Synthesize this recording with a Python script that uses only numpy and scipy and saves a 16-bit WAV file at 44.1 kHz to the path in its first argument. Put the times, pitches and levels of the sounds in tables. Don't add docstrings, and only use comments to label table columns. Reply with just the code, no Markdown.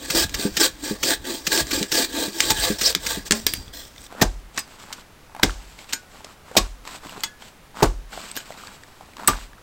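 import sys
import numpy as np
from scipy import signal
from scipy.fft import rfft, irfft, next_fast_len
from scipy.io import wavfile
from scipy.ndimage import uniform_filter1d

SR = 44100
rng = np.random.default_rng(int(sys.argv[2]) if len(sys.argv) > 2 else 0)


def pcm_store(signal):
    levels = np.round(np.clip(np.atleast_2d(signal), -1, 1) * 32767)
    wavfile.write(sys.argv[1], SR, levels.astype(np.int16).T)


def boost(x):
    u = np.asarray(x, float) / 20
    return 10 ** u


N = 424241

# [f/Hz, density/dB per Hz]
GRIT_SPECTRUM = [(1290, -10), (2500, -5.5), (4710, -8), (6160, -13.5), (7980, -6.5), (10300, -32),
                 (11600, -19.5), (16200, -26)]
# [f/Hz, level/dB]
BLADE_COLOUR = [(1500, -6), (2400, -6), (3200, 1), (8500, -1.5), (10300, -21), (13000, -1), (16300, 1)]


def evened(x):
    return x / np.sqrt(np.mean(x ** 2) + 1e-20)


def add(mix, s, sound):
    part = mix[max(round(s * SR), 0):][:len(sound)]
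    part += sound[:len(part)]


def coloured(x, points):
    hz, db = np.transpose(points)
    size = next_fast_len(len(x))
    f = np.fft.rfftfreq(size, 1 / SR)
    gain = boost(np.interp(np.log(f + 1), np.log(hz), db))
    return evened(irfft(rfft(x, size) * gain, size)[:len(x)])


def wander(per_s, size=N):
    step = int(SR / per_s)
    knots = rng.standard_normal(N // step + 2)
    return np.interp(np.arange(size) / step, np.arange(len(knots)), knots)


def resonate(x, hz, width):
    turn = np.exp(2j * np.pi * np.cumsum(hz) / SR)
    r = np.exp(-np.pi * width / SR)
    return 2 * (turn * signal.lfilter([1 - r], [1, -r], x * turn.conj())).real


def body(x, modes, wander_db, drift=0.027):
    out = np.zeros(len(x))
    for hz, width, db in modes:
        level = boost(db + wander_db * wander(24.934, size=len(x)))
        pitch_hz = hz * (1 + drift * wander(9, size=len(x)))
        out += level * resonate(x, pitch_hz, width)
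    return evened(out)


def grains(size, per_s, spread_db, smooth):
    hit = rng.random(size) < per_s / SR
    strength = boost(spread_db * np.minimum(rng.exponential(1, size), 3.2))
    clicks = hit * strength * rng.standard_normal(size)
    return evened(clicks + 1e-9) + smooth * rng.standard_normal(size)


def ring(modes, db):
    t = np.arange(SR // 2) / SR
    out = np.zeros(len(t))
    for hz, mode_db, t60 in modes:
        quiver_db = 2.2 * np.interp(t, np.linspace(0, t[-1], 30), rng.standard_normal(30))
        sine = np.sin(2 * np.pi * (hz * t + rng.random()))
        out += boost(mode_db + quiver_db - 60 * t / t60) * sine
    return boost(db) * out * np.minimum(t / 0.00033, 1)


def burst(db, low_db, high_db, t60, rise, tail_db, tail_t60, hold=0):
    # [f/Hz, level/dB]
    capsule = [(100, 18), (400, 10.5), (1500, 6.5), (4000, 6.5), (8200, 11), (10300, 5.5), (15000, 6.5),
               (16300, 1)]
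    t = np.arange(SR // 4) / SR
    grit = coloured(grains(len(t), 5000, 1., 1.), capsule)
    out = np.zeros(len(t))
    for edges, level_db, slow in (((170, 1200), low_db, 1.6), ((1200, 7000), 0, 1), ((7000, 16300), high_db, .6)):
        sos = signal.butter(N=2, Wn=edges, btype="band", fs=SR, output="sos")
        band = evened(signal.sosfilt(sos, grit))
        crunch = boost(-60 * np.maximum(t - hold, 0) / (t60 * slow))
        crumbs = boost(tail_db / min(slow, 1) - 60 * t / tail_t60)
        swell = np.minimum(t / (rise * max(slow, 1)), 1) ** 2
        out += band * boost(db + level_db) * (crunch + crumbs) * swell
    return out


def thump(db, hz, t60):
    t = np.arange(SR // 4) / SR
    out = np.zeros(len(t))
    for ratio, gain in ((1, 1), (1.423, 0.64), (1.97, -.45), (2.45, 0.31)):
        out += gain * np.sin(2 * np.pi * ratio * hz * t)
    return boost(db - 60 * t / t60) * np.minimum(t / .0015, 1) * out


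def rattle(db, hz, high_db):
    t = np.arange(SR // 10) / SR
    hiss = coloured(rng.standard_normal(len(t)), GRIT_SPECTRUM) * boost(high_db - 10.0 - 60 * t / 0.013)
    rough = evened(resonate(rng.standard_normal(len(t)), hz + 0 * t, 520))
    knock = (np.sin(2 * np.pi * hz * t) + 0.43 * rough) * boost(-2.0 - 60 * t / 0.018)
    return boost(db) * (knock + hiss) * np.minimum(t / 0.00049, 1)


def stroke_db(t, s, length, rise, fall, db, swell_db, arch_db=0):
    times = [s - 3 * rise, s, s + length / 2, s + length, s + length + 3 * fall]
    middle_db = db + swell_db / 2 + arch_db / 2
    return np.interp(t, times, [db - 112, db - arch_db, middle_db, db + swell_db - arch_db, db + swell_db - 93])


def saw_strokes(t):
    # [t/s, length/s, rasp level/dB, swell over the stroke/dB]
    strokes = [(0, 0.1, -40, -1.5), (0.129, 0.11, -19, -3), (0.345, 0.1, -31.5, 3.5),
               (0.596, 0.068, -20.5, 1), (0.8, 0.11, -37, 5), (1.047, 0.091, -25, 2.5),
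               (1.266, 0.096, -35, 3), (1.502, 0.11, -22, 0), (1.712, 0.1, -24.5, -6.5),
               (1.948, 0.099, -19.5, -4), (2.17, 0.091, -29, -1), (2.362, 0.15, -23, 5),
               (2.595, 0.105, -26.5, 1.5), (2.825, 0.081, -23, -0.5), (3.107, 0.053, -25.5, -7)]
    # [rise/s, fall/s, log hum f/Hz, hum relative level/dB, mid wood relative level/dB]
    pull = (0.24, 0.13, 298, -1, -3.5)
    push_stroke = (0.17, 0.0451, 335, -6.5, -6)
    touches = (-0.03, 0.15, 0.39, 0.6, 0.83, 1.04, 1.245, 1.52, 1.73, 1.93, 2, 2.5, 2.5, 2.787, 3)
    # [t/s, length/s, rasp level/dB, swell/dB, fall/s]
    drags = [
        (3.255, 0.028, -40, 5.5, .01),
        (3.349, 0.1, -33, -16, .027),
        (3.47, 0.22, -33.5, -23.5, .099),
        (3.738, 0.18, -40, -17, .061),
        (3.934, 0.135, -57, 12, .008),
    ]
    # [rise/s, log hum f/Hz, hum relative level/dB, mid wood relative level/dB]
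    drag = (0.02, 281, -9.5, -7.5)
    coarse = t[::50]
    levels, voices, turns = [], [], []
    for k, ((s, length, db, swell_db), touch) in enumerate(zip(strokes, touches)):
        rise, fall, hum_hz, hum_db, wood_db = (pull, push_stroke)[k % 2]
        lift_db = np.clip(2500 * (touch - coarse), 0, 9)
        levels.append(stroke_db(coarse, s, length, rise, fall, db, swell_db, 2) - lift_db)
        through_db = -16 * (s > 2.55)
        voices.append((hum_hz, hum_db + through_db, wood_db))
        turns += [s, s + length + fall]
    for s, length, db, swell_db, fall in drags:
        levels.append(stroke_db(coarse, s, length, drag[0], fall, db, swell_db))
        voices.append(drag[1:])
    levels = np.array(levels)
    active = np.repeat(levels.argmax(axis=0), 50)[:len(t)]
    voice = uniform_filter1d(np.array(voices, float)[active], size=400, axis=0).T
    power = boost(2 * np.interp(t, coarse, levels.max(axis=0)))
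    keep = np.exp(-1 / (0.018 * SR))
    push = np.sqrt(power + boost(-38.0) * signal.lfilter([1 - keep], [1, -keep], power))
    return push, turns, voice


def blade_rasp(teeth, t):
    # [f/Hz, density/dB per Hz]
    rasp_spectrum = [(1290, -24), (2300, -14), (3500, -3), (5000, -9), (8250, -3), (10300, -23),
                     (15000, -15), (16300, -19)]
    # [f/Hz, width/Hz, level/dB]
    blade = [(3230, 40, 6.5), (3910, 115, 4), (4520, 140, 5.5), (4730, 37, 9.5), (5200, 110, 1.5),
             (5680, 98, 2.5), (6830, 77, 2), (7520, 81, 7), (8170, 57, 10)]
    # [f/Hz, width/Hz, level/dB]
    squeak_modes = [(1900, 54, 13), (3430, 200, 6), (4120, 60, 8), (5250, 40, 5), (7200, 60, -1),
                    (8390, 200, 2), (14000, 40, 5), (14600, 200, 2)]
    ringing = coloured(body(teeth, blade, 5.5, .006), BLADE_COLOUR)
    squeak = coloured(body(teeth, squeak_modes, 3.5, .003), BLADE_COLOUR)
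    skim = np.exp(-((t - 3.8) / 0.1) ** 2)
    return evened(coloured(teeth, rasp_spectrum) + 0.6 * ringing) + 1.2 * skim * squeak


def blade_whine(teeth, t, turns):
    span_hz = np.interp(t, turns, np.resize([3600, 5300, 5300, 3600], len(turns)))
    span_hz = span_hz * boost(.8 * wander(60)[:len(t)])
    whine = evened(resonate(resonate(teeth, span_hz, 1300), span_hz, 1300))
    pinch_db = 18.5 * np.exp(-((t - 2.862) / 0.023) ** 2)
    return boost(-9 + pinch_db) * whine


def log_hum(size, hum_hz):
    # [f/Hz, width/Hz, level/dB]
    log_modes = [(232, 17, -34), (354, 24, 19.5), (512, 100, 13.5)]
    shake = grains(size, 600, 2.2, 0.48)
    hum = evened(resonate(resonate(shake, hum_hz, 94), hum_hz, 190)) + 0.66 * body(shake, log_modes, 8.3)
    return evened(coloured(hum, [(120, -31), (200, 3.5), (700, -2.0)]))


def saw():
    # [f/Hz, width/Hz, level/dB]
    wood_modes = [(510, 70, 5), (662, 45, 4), (888, 40, 7), (1150, 55, 2), (1630, 100, 7), (1885, 200, -4),
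                  (2420, 140, -4)]
    size = int(4.2 * SR)
    t = np.arange(size) / SR
    push, turns, (hum_hz, hum_db, wood_db) = saw_strokes(t)
    teeth = grains(size, 8000, 1.8, 1.2)
    flutter = boost(1.9 * wander(150)[:size])
    rasp = blade_rasp(teeth, t) + blade_whine(teeth, t, turns)
    wood = body(teeth, wood_modes, 3.5, .02) * boost(wood_db + 0.5)
    dust_spectrum = [(7000, -46), (9000, -32), (11000, -4), (15000, 10.5), (16300, 8.5)]
    dust = coloured(grains(size, 8000, 2.5, 0.51), dust_spectrum)
    hum = boost(hum_db) * log_hum(size, hum_hz)
    sound = push * (flutter * (rasp + wood + boost(-7) * dust) + hum)
    return np.pad(sound, (0, N - size))


def ground():
    # [t/s, level/dB]
    sway = [
        (0.0, -47),
        (0.24, -37),
        (1.5, -53.5),
        (1.62, -40),
        (2.37, -55),
        (2.5, -34),
        (3.1, -42),
        (3.55, -37.5),
        (4.12, -58),
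    ]
    # [t/s, level/dB, f/Hz]
    waves = [
        (4.24, -19.5, 45.5),
        (5.453, -22, 48.1),
        (6.593, -22, 45.2),
        (7.849, -17, 44.4),
        (9.306, -25.5, 44),
    ]
    times, levels_db = np.transpose(sway)
    sway_db = np.interp(np.arange(N) / SR, times, levels_db, right=-120, left=-120)
    out = body(rng.standard_normal(N), [(46, 19, 5), (36, 10, -14)], 4.) * boost(sway_db)
    t = np.arange(SR // 2) / SR
    for s, db, hz in waves:
        shiver = boost(db - 4.5 - 60 * t / 0.33) * np.sin(2 * np.pi * 84 * t)
        add(out, s - .02, shiver)
        wave = np.sin(2 * np.pi * hz * t) - 0.74 * np.sin(2 * np.pi * (hz - 11) * t)
        add(out, s, -boost(db - 60 * t / 0.56) * np.minimum(t / 0.0077, 1) * wave)
    return out


def forest_air():
    # [f/Hz, density/dB per Hz]
    air_spectrum = [(25, -2), (74, -6), (237, -10.5), (480, -14), (1270, -15.5), (14600, -33.5),
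                    (16200, -33)]
    return boost(-49.5) * coloured(rng.standard_normal(N), air_spectrum)


def fibre_snaps():
    # [t/s, peak/dB, highs relative level/dB]
    snaps = [(0.058, -18.5, -4), (0.294, -17.5, -3), (0.6274, -7, -23), (1.5289, -7, 3.5),
             (1.5754, -1.5, -14), (1.6686, -18, -10), (1.8279, -4, -5), (2.404, 6, -5), (2.504, 1.5, -4),
             (2.926, -16, 0), (2.9493, 1, -4), (3.051, -16, -11), (3.3088, 5.5, -11), (3.3206, 5, -24),
             (3.466, 5.5, 2.5), (3.5365, -7, 6)]
    out = np.zeros(N)
    for s, db, high_db in snaps:
        add(out, s, burst(db - 8.0, -16.5, high_db, 0.014, 0.00052, -15.0, 0.081))
    return out


def teeth_bites():
    # [t/s, peak/dB]
    bites = [
        (0.102, -11.5),
        (0.3424, -15.5),
        (0.5685, -9),
        (1.0306, -10),
        (1.4679, -10.5),
        (1.71, -14.5),
        (1.918, -11),
        (1.95, -15.5),
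        (2.812, -12.5),
        (3.0637, -13.5),
    ]
    out = np.zeros(N)
    for s, db in bites:
        add(out, s - .004, burst(db - 5.5, -13, -7, 0.032, 0.005, -23, .1, .012))
    return out


def log_knocks():
    # [t/s, peak/dB, f/Hz]
    knocks = [(0.247, -26, 89), (0.452, -13, 204), (.91, -18, 211), (1.612, -27, 93), (1.811, -18, 204),
              (2.28, -26.5, 206), (2.506, -25.5, 89), (2.702, -14.5, 210.5), (2.96, -28, 188),
              (3.172, -23.5, 194), (3.308, -18, 210), (3.58, -33.5, 135)]
    out = np.zeros(N)
    for s, db, hz in knocks:
        add(out, s, thump(db, hz, 0.1))
    return out


def cut_end_drop():
    # [f/Hz, level/dB, t60/s]
    cracked = [(221, 0, .3), (404, -9, .25), (598, -10, .3), (829, -5, .12), (1055, -10, .2),
               (1389, -16, .2)]
    # [t/s, level/dB]
    drops = [
        (3.327, -24),
    ]
    out = np.zeros(N)
    for s, db in drops:
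        add(out, s, ring(cracked, db))
    return out


def freed_blade():
    # [f/Hz, level/dB, t60/s]
    freed = [(3300, -10, .15), (4698, 1, 0.4), (4757, 5, 0.18), (4874, 4, 0.5), (5360, -10, .11),
             (6800, -14, .15), (8400, -13, .15), (13710, -7, .06)]
    # [t/s, level/dB]
    clinks = [
        (3.467, -35),
        (3.537, -42),
    ]
    out = np.zeros(N)
    for s, db in clinks:
        add(out, s, ring(freed, db))
    return out


def twigs():
    # [t/s, peak/dB, f/Hz]
    twig_snaps = [(3.68, -35, 3400), (3.851, -35, 5180), (3.961, -37, 2010), (3.98, -32, 3580),
                  (4.017, -34, 7820), (4.04, -32, 8540), (4.065, -35, 3500), (4.545, -36, 7550),
                  (4.799, -35, 977), (5.506, -28, 3040), (5.789, -30, 2200), (5.843, -35, 1100),
                  (5.892, -34, 2550), (6.852, -29, 1130), (6.875, -22.5, 1030), (7.049, -33, 1150),
                  (7.069, -32, 1090), (7.094, -25.5, 2760), (7.128, -33, 1500), (7.206, -29, 7090),
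                  (7.422, -32.5, 3200), (8.215, -28, 4500), (8.314, -24, 8230), (8.373, -18.5, 1630),
                  (8.403, -32, 3000), (8.522, -32, 2000), (8.574, -38, 4000), (8.6715, -30, 4500),
                  (8.835, -33.5, 1800), (9.135, -41, 2220), (9.168, -26, 1040), (9.412, -34, 1500)]
    out = np.zeros(N)
    for s, db, hz in twig_snaps:
        add(out, s, rattle(db, hz, 6))
    return out


def soil_rubs():
    # [t/s, length/s, hiss level/dB, soil breaking relative level/dB]
    rubs = [(4.108, 0.12, -56.5, 10), (4.567, 0.028, -39.5, -1), (4.667, 0.096, -52.5, 1),
            (4.796, 0.04, -44.5, -3), (4.865, 0.15, -50.5, -1), (5.337, 0.095, -62.5, 8.5),
            (5.505, 0.14, -50.5, -2.5), (5.676, 0.18, -48, -7.5), (5.794, 0.054, -45, -5),
            (5.895, .05, -41.5, -8), (6.11, 0.22, -54, 0), (6.47, 0.19, -52.5, 4.5),
            (6.866, 0.097, -41.5, -0.5), (7.037, 0.22, -44.5, -1), (7.416, 0.074, -46, -4),
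            (7.772, 0.099, -44, 5.5), (8.128, 0.19, -40, -2.5), (8.363, 0.059, -37.5, -7),
            (8.46, 0.29, -47.5, -0.5), (8.772, 0.35, -58, -0.5), (9.18, 0.16, -51, 8),
            (9.322, 0.12, -42, -5)]
    # [f/Hz, density/dB per Hz]
    crumb_spectrum = [(80, -50), (200, 7), (450, -8), (900, -6), (1500, -0.5), (2500, -22), (5000, -26),
                      (10000, -57)]
    t = np.arange(N) / SR
    levels = [stroke_db(t[::50], s, length, 0.059, 0.075, db, crumb_db) for s, length, db, crumb_db in rubs]
    power = boost(2 * np.array(levels))
    hiss = np.sqrt(np.interp(t, t[::50], power.sum(axis=0)))
    crumble = np.sqrt(np.interp(t, t[::50], boost(2 * np.array(rubs)[:, -1]) @ power))
    needles = coloured(grains(N, 2500, 2.2, 1.2), GRIT_SPECTRUM)
    breaks = grains(N, 280, 2.5, .7)
    pitch_hz = 950 * boost(1.6 * wander(40))
    dull = coloured(breaks + .6 * rng.standard_normal(N), crumb_spectrum)
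    crumbs = evened(dull + 1.2 * evened(resonate(breaks, pitch_hz, 350)))
    return needles * hiss * boost(2.2 * wander(70)) + crumbs * crumble * boost(3. * wander(50))


def shovel_ticks():
    # [t/s, peak/dB, f/Hz]
    ticks = [(4.125, -23, 700), (4.15, -28, 535), (4.204, -23, 1800), (4.578, -12.5, 1110),
             (4.58, -13, 1780), (4.582, -14.5, 2600), (4.905, -27, 885), (5.296, -36, 900),
             (5.349, -21, 830), (5.364, -21, 740), (5.397, -17.5, 910), (5.495, -20, 1400),
             (6.032, -37, 750), (6.206, -30, 836), (6.246, -25.5, 645), (6.553, -15, 800),
             (6.514, -23, 520), (7.06, -27, 288), (7.178, -25.5, 380), (7.424, -34, 800), (7.744, -34, 869),
             (7.781, -34, 810), (7.812, -18, 1200), (8.13, -27, 1480), (8.176, -19, 694), (8.505, -21, 645),
             (8.636, -29, 1210), (8.652, -34, 1300), (8.68, -31, 1660), (9.009, -28.5, 750),
             (9.088, -38, 654), (9.234, -23, 900), (9.333, -17.5, 1510), (9.532, -33.5, 1700),
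             (9.582, -35, 1300)]
    out = np.zeros(N)
    for s, db, hz in ticks:
        add(out, s, rattle(db, hz, -20))
    return out


def shovel_stabs():
    # [t/s, peak/dB, lows relative level/dB, highs relative level/dB, t60/s]
    stabs = [
        (4.2125, -9, 0, -6.5, 0.042),
        (5.43, -4.5, -3.5, -5, 0.045),
        (6.566, -7, -6, -6, 0.049),
        (7.826, -10, 4.5, -6.5, 0.047),
        (9.2751, -8.5, -9, 2.5, 0.072),
    ]
    sinks = (.015, 0.0039, 0.016, 0.0058, 0.0056)
    out = np.zeros(N)
    for (s, db, low_db, high_db, t60), sink in zip(stabs, sinks):
        add(out, s - .002, burst(db - 3.5, low_db, high_db, t60, 0.0048, -23, 0.44, sink))
    return out


def root_strikes():
    # [t/s, peak/dB, f/Hz, t60/s]
    barks = [(4.216, -9, 1860, .03), (4.225, -10, 1600, 0.042), (4.225, -11, 845, .03),
             (4.225, -17, 400, .03), (4.254, -24, 700, .03), (5.432, -3, 1550, 0.019),
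             (5.431, -5, 2120, .022), (5.433, -5.5, 3480, 0.017), (5.431, -10.5, 330, .03),
             (5.445, -14, 342, .04), (6.566, -8, 607, .03), (6.57, -11, 3700, .05), (6.573, -15, 2410, .04),
             (6.582, -17.5, 1100, 0.096), (7.823, -6.5, 400, 0.048), (7.827, -6, 864, 0.032),
             (7.827, -11.5, 1700, 0.034), (7.842, -9, 300, .03), (7.856, -11, 350, 0.032),
             (9.276, -13, 1710, .025), (9.283, -7, 1185, 0.074), (9.283, -14, 260, 0.082)]
    out, t = np.zeros(N), np.arange(SR // 10) / SR
    for s, db, hz, t60 in barks:
        rough = evened(resonate(rng.standard_normal(len(t)), hz + 0 * t, 290))
        bark = np.sin(2 * np.pi * hz * t) + 0.41 * rough
        add(out, s, boost(db - 60 * t / t60) * np.minimum(t / 0.0014, 1) * bark)
    return out


def soil_thuds():
    # [t/s, peak/dB, f/Hz]
    thuds = [
        (4.215, -16.5, 152),
        (5.432, -13.5, 247),
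        (6.57, -24.5, 214),
        (7.827, -10, 133),
        (9.283, -21, 130),
    ]
    out = np.zeros(N)
    for s, db, hz in thuds:
        add(out, s, thump(db, hz, 0.063))
    return out


def shovel_pulls():
    # [t/s, peak/dB, lows relative level/dB, highs relative level/dB, t60/s]
    pulls = [
        (4.576, -13, -14, -17, 0.06),
        (4.59, -20.5, -25, 2, 0.05),
        (4.927, -13.5, -35, -8, 0.036),
        (5.926, -15, -20, -5, 0.032),
        (5.932, -4.5, -16.5, -8, 0.031),
        (6.245, -23.5, -17, -14, 0.026),
        (7.235, -11.5, -21, -1, 0.056),
        (8.355, -23, -20, 0, 0.032),
        (8.3654, -15, -10.5, 3, 0.034),
    ]
    out = np.zeros(N)
    for s, db, low_db, high_db, t60 in pulls:
        add(out, s - .001, burst(db - 6, low_db, high_db, t60, 0.0015, -36, 0.47))
    return out


def shovel_rings():
    # [f/Hz, level/dB, t60/s]
    blade_on = [(904, -12, .12), (1475, -11, .3), (1593, -6, .15), (2400, -5, .07), (3100, -3, .08),
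                (4100, -5, .07), (4620, -6, .06), (5100, -3, .06), (5480, -8, .06), (6638, -1, .1),
                (7047, -3, .14), (7500, 7, .04), (8215, -3, .1), (12100, -2, .07)]
    edge_on = [(1701, -13, 0.086), (2078, -1, 0.056), (2600, -9, .08), (3370, -4, 0.11), (4226, -7, 0.08),
               (4689, -2, 0.069), (5426, -8, 0.071), (6148, -5, 0.053), (6702, -3, 0.08),
               (7477, -12, 0.094), (8100, -1, 0.06), (1696, -18, .5), (1475, -26, .6), (910, -10, .1)]
    half_buried = [(1787, -14, .12), (3418, -12, .1), (4600, -12, .2), (4985, -1, .11), (5850, -14, .1),
                   (6164, -4, .1), (6760, -4, .08), (7900, 7, .045), (8236, 4, .05), (11910, -5, .05)]
    soil_damped = [(2480, -8, 0.099), (3560, -40.5, 0.017), (7130, -4, 0.034), (7940, 8.5, 0.043),
                   (8700, 2.5, 0.046)]
    # [t/s, level/dB]
    blade_on_hits = [
        (4.927, -48),
        (5.931, -25),
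        (8.373, -34.5),
    ]
    edge_on_hits = [
        (7.236, -23.5),
    ]
    buried_hits = [
        (4.59, -29.5),
    ]
    damped_hits = [
        (6.57, -21),
        (9.275, -13.5),
    ]
    holds = ((blade_on, blade_on_hits), (edge_on, edge_on_hits), (half_buried, buried_hits), (soil_damped, damped_hits))
    out = np.zeros(N)
    for modes, hits in holds:
        for s, db in hits:
            add(out, s, ring(modes, db))
    return out


def clearing(x):
    t = np.arange(SR // 2) / SR
    tail = rng.standard_normal(len(t)) * boost(-60 * t / 0.16) * (t > .008)
    tail = signal.lfilter([.5], [1, -.5], tail)
    return signal.oaconvolve(x, tail / np.linalg.norm(tail))[:N]


def scene():
    sawing = saw() + fibre_snaps() + teeth_bites() + log_knocks() + cut_end_drop() + freed_blade()
    digging = shovel_ticks() + shovel_stabs() + root_strikes() + soil_thuds() + shovel_pulls() + shovel_rings()
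    near = sawing + twigs() + digging
    return (near + boost(-17.0) * clearing(near) + soil_rubs() + ground() + forest_air())[None]


def roll_off(x):
    return signal.sosfilt(signal.butter(12, 16400, fs=SR, output="sos"), x)


def record(dry):
    lowpass = signal.firwin(numtaps=401, cutoff=15950, window=("kaiser", 7), fs=SR)
    limited = signal.oaconvolve(dry, lowpass[None], "same")
    return roll_off(np.clip(limited, -1, 1))


dry = scene()
out = record(dry)
pcm_store(out)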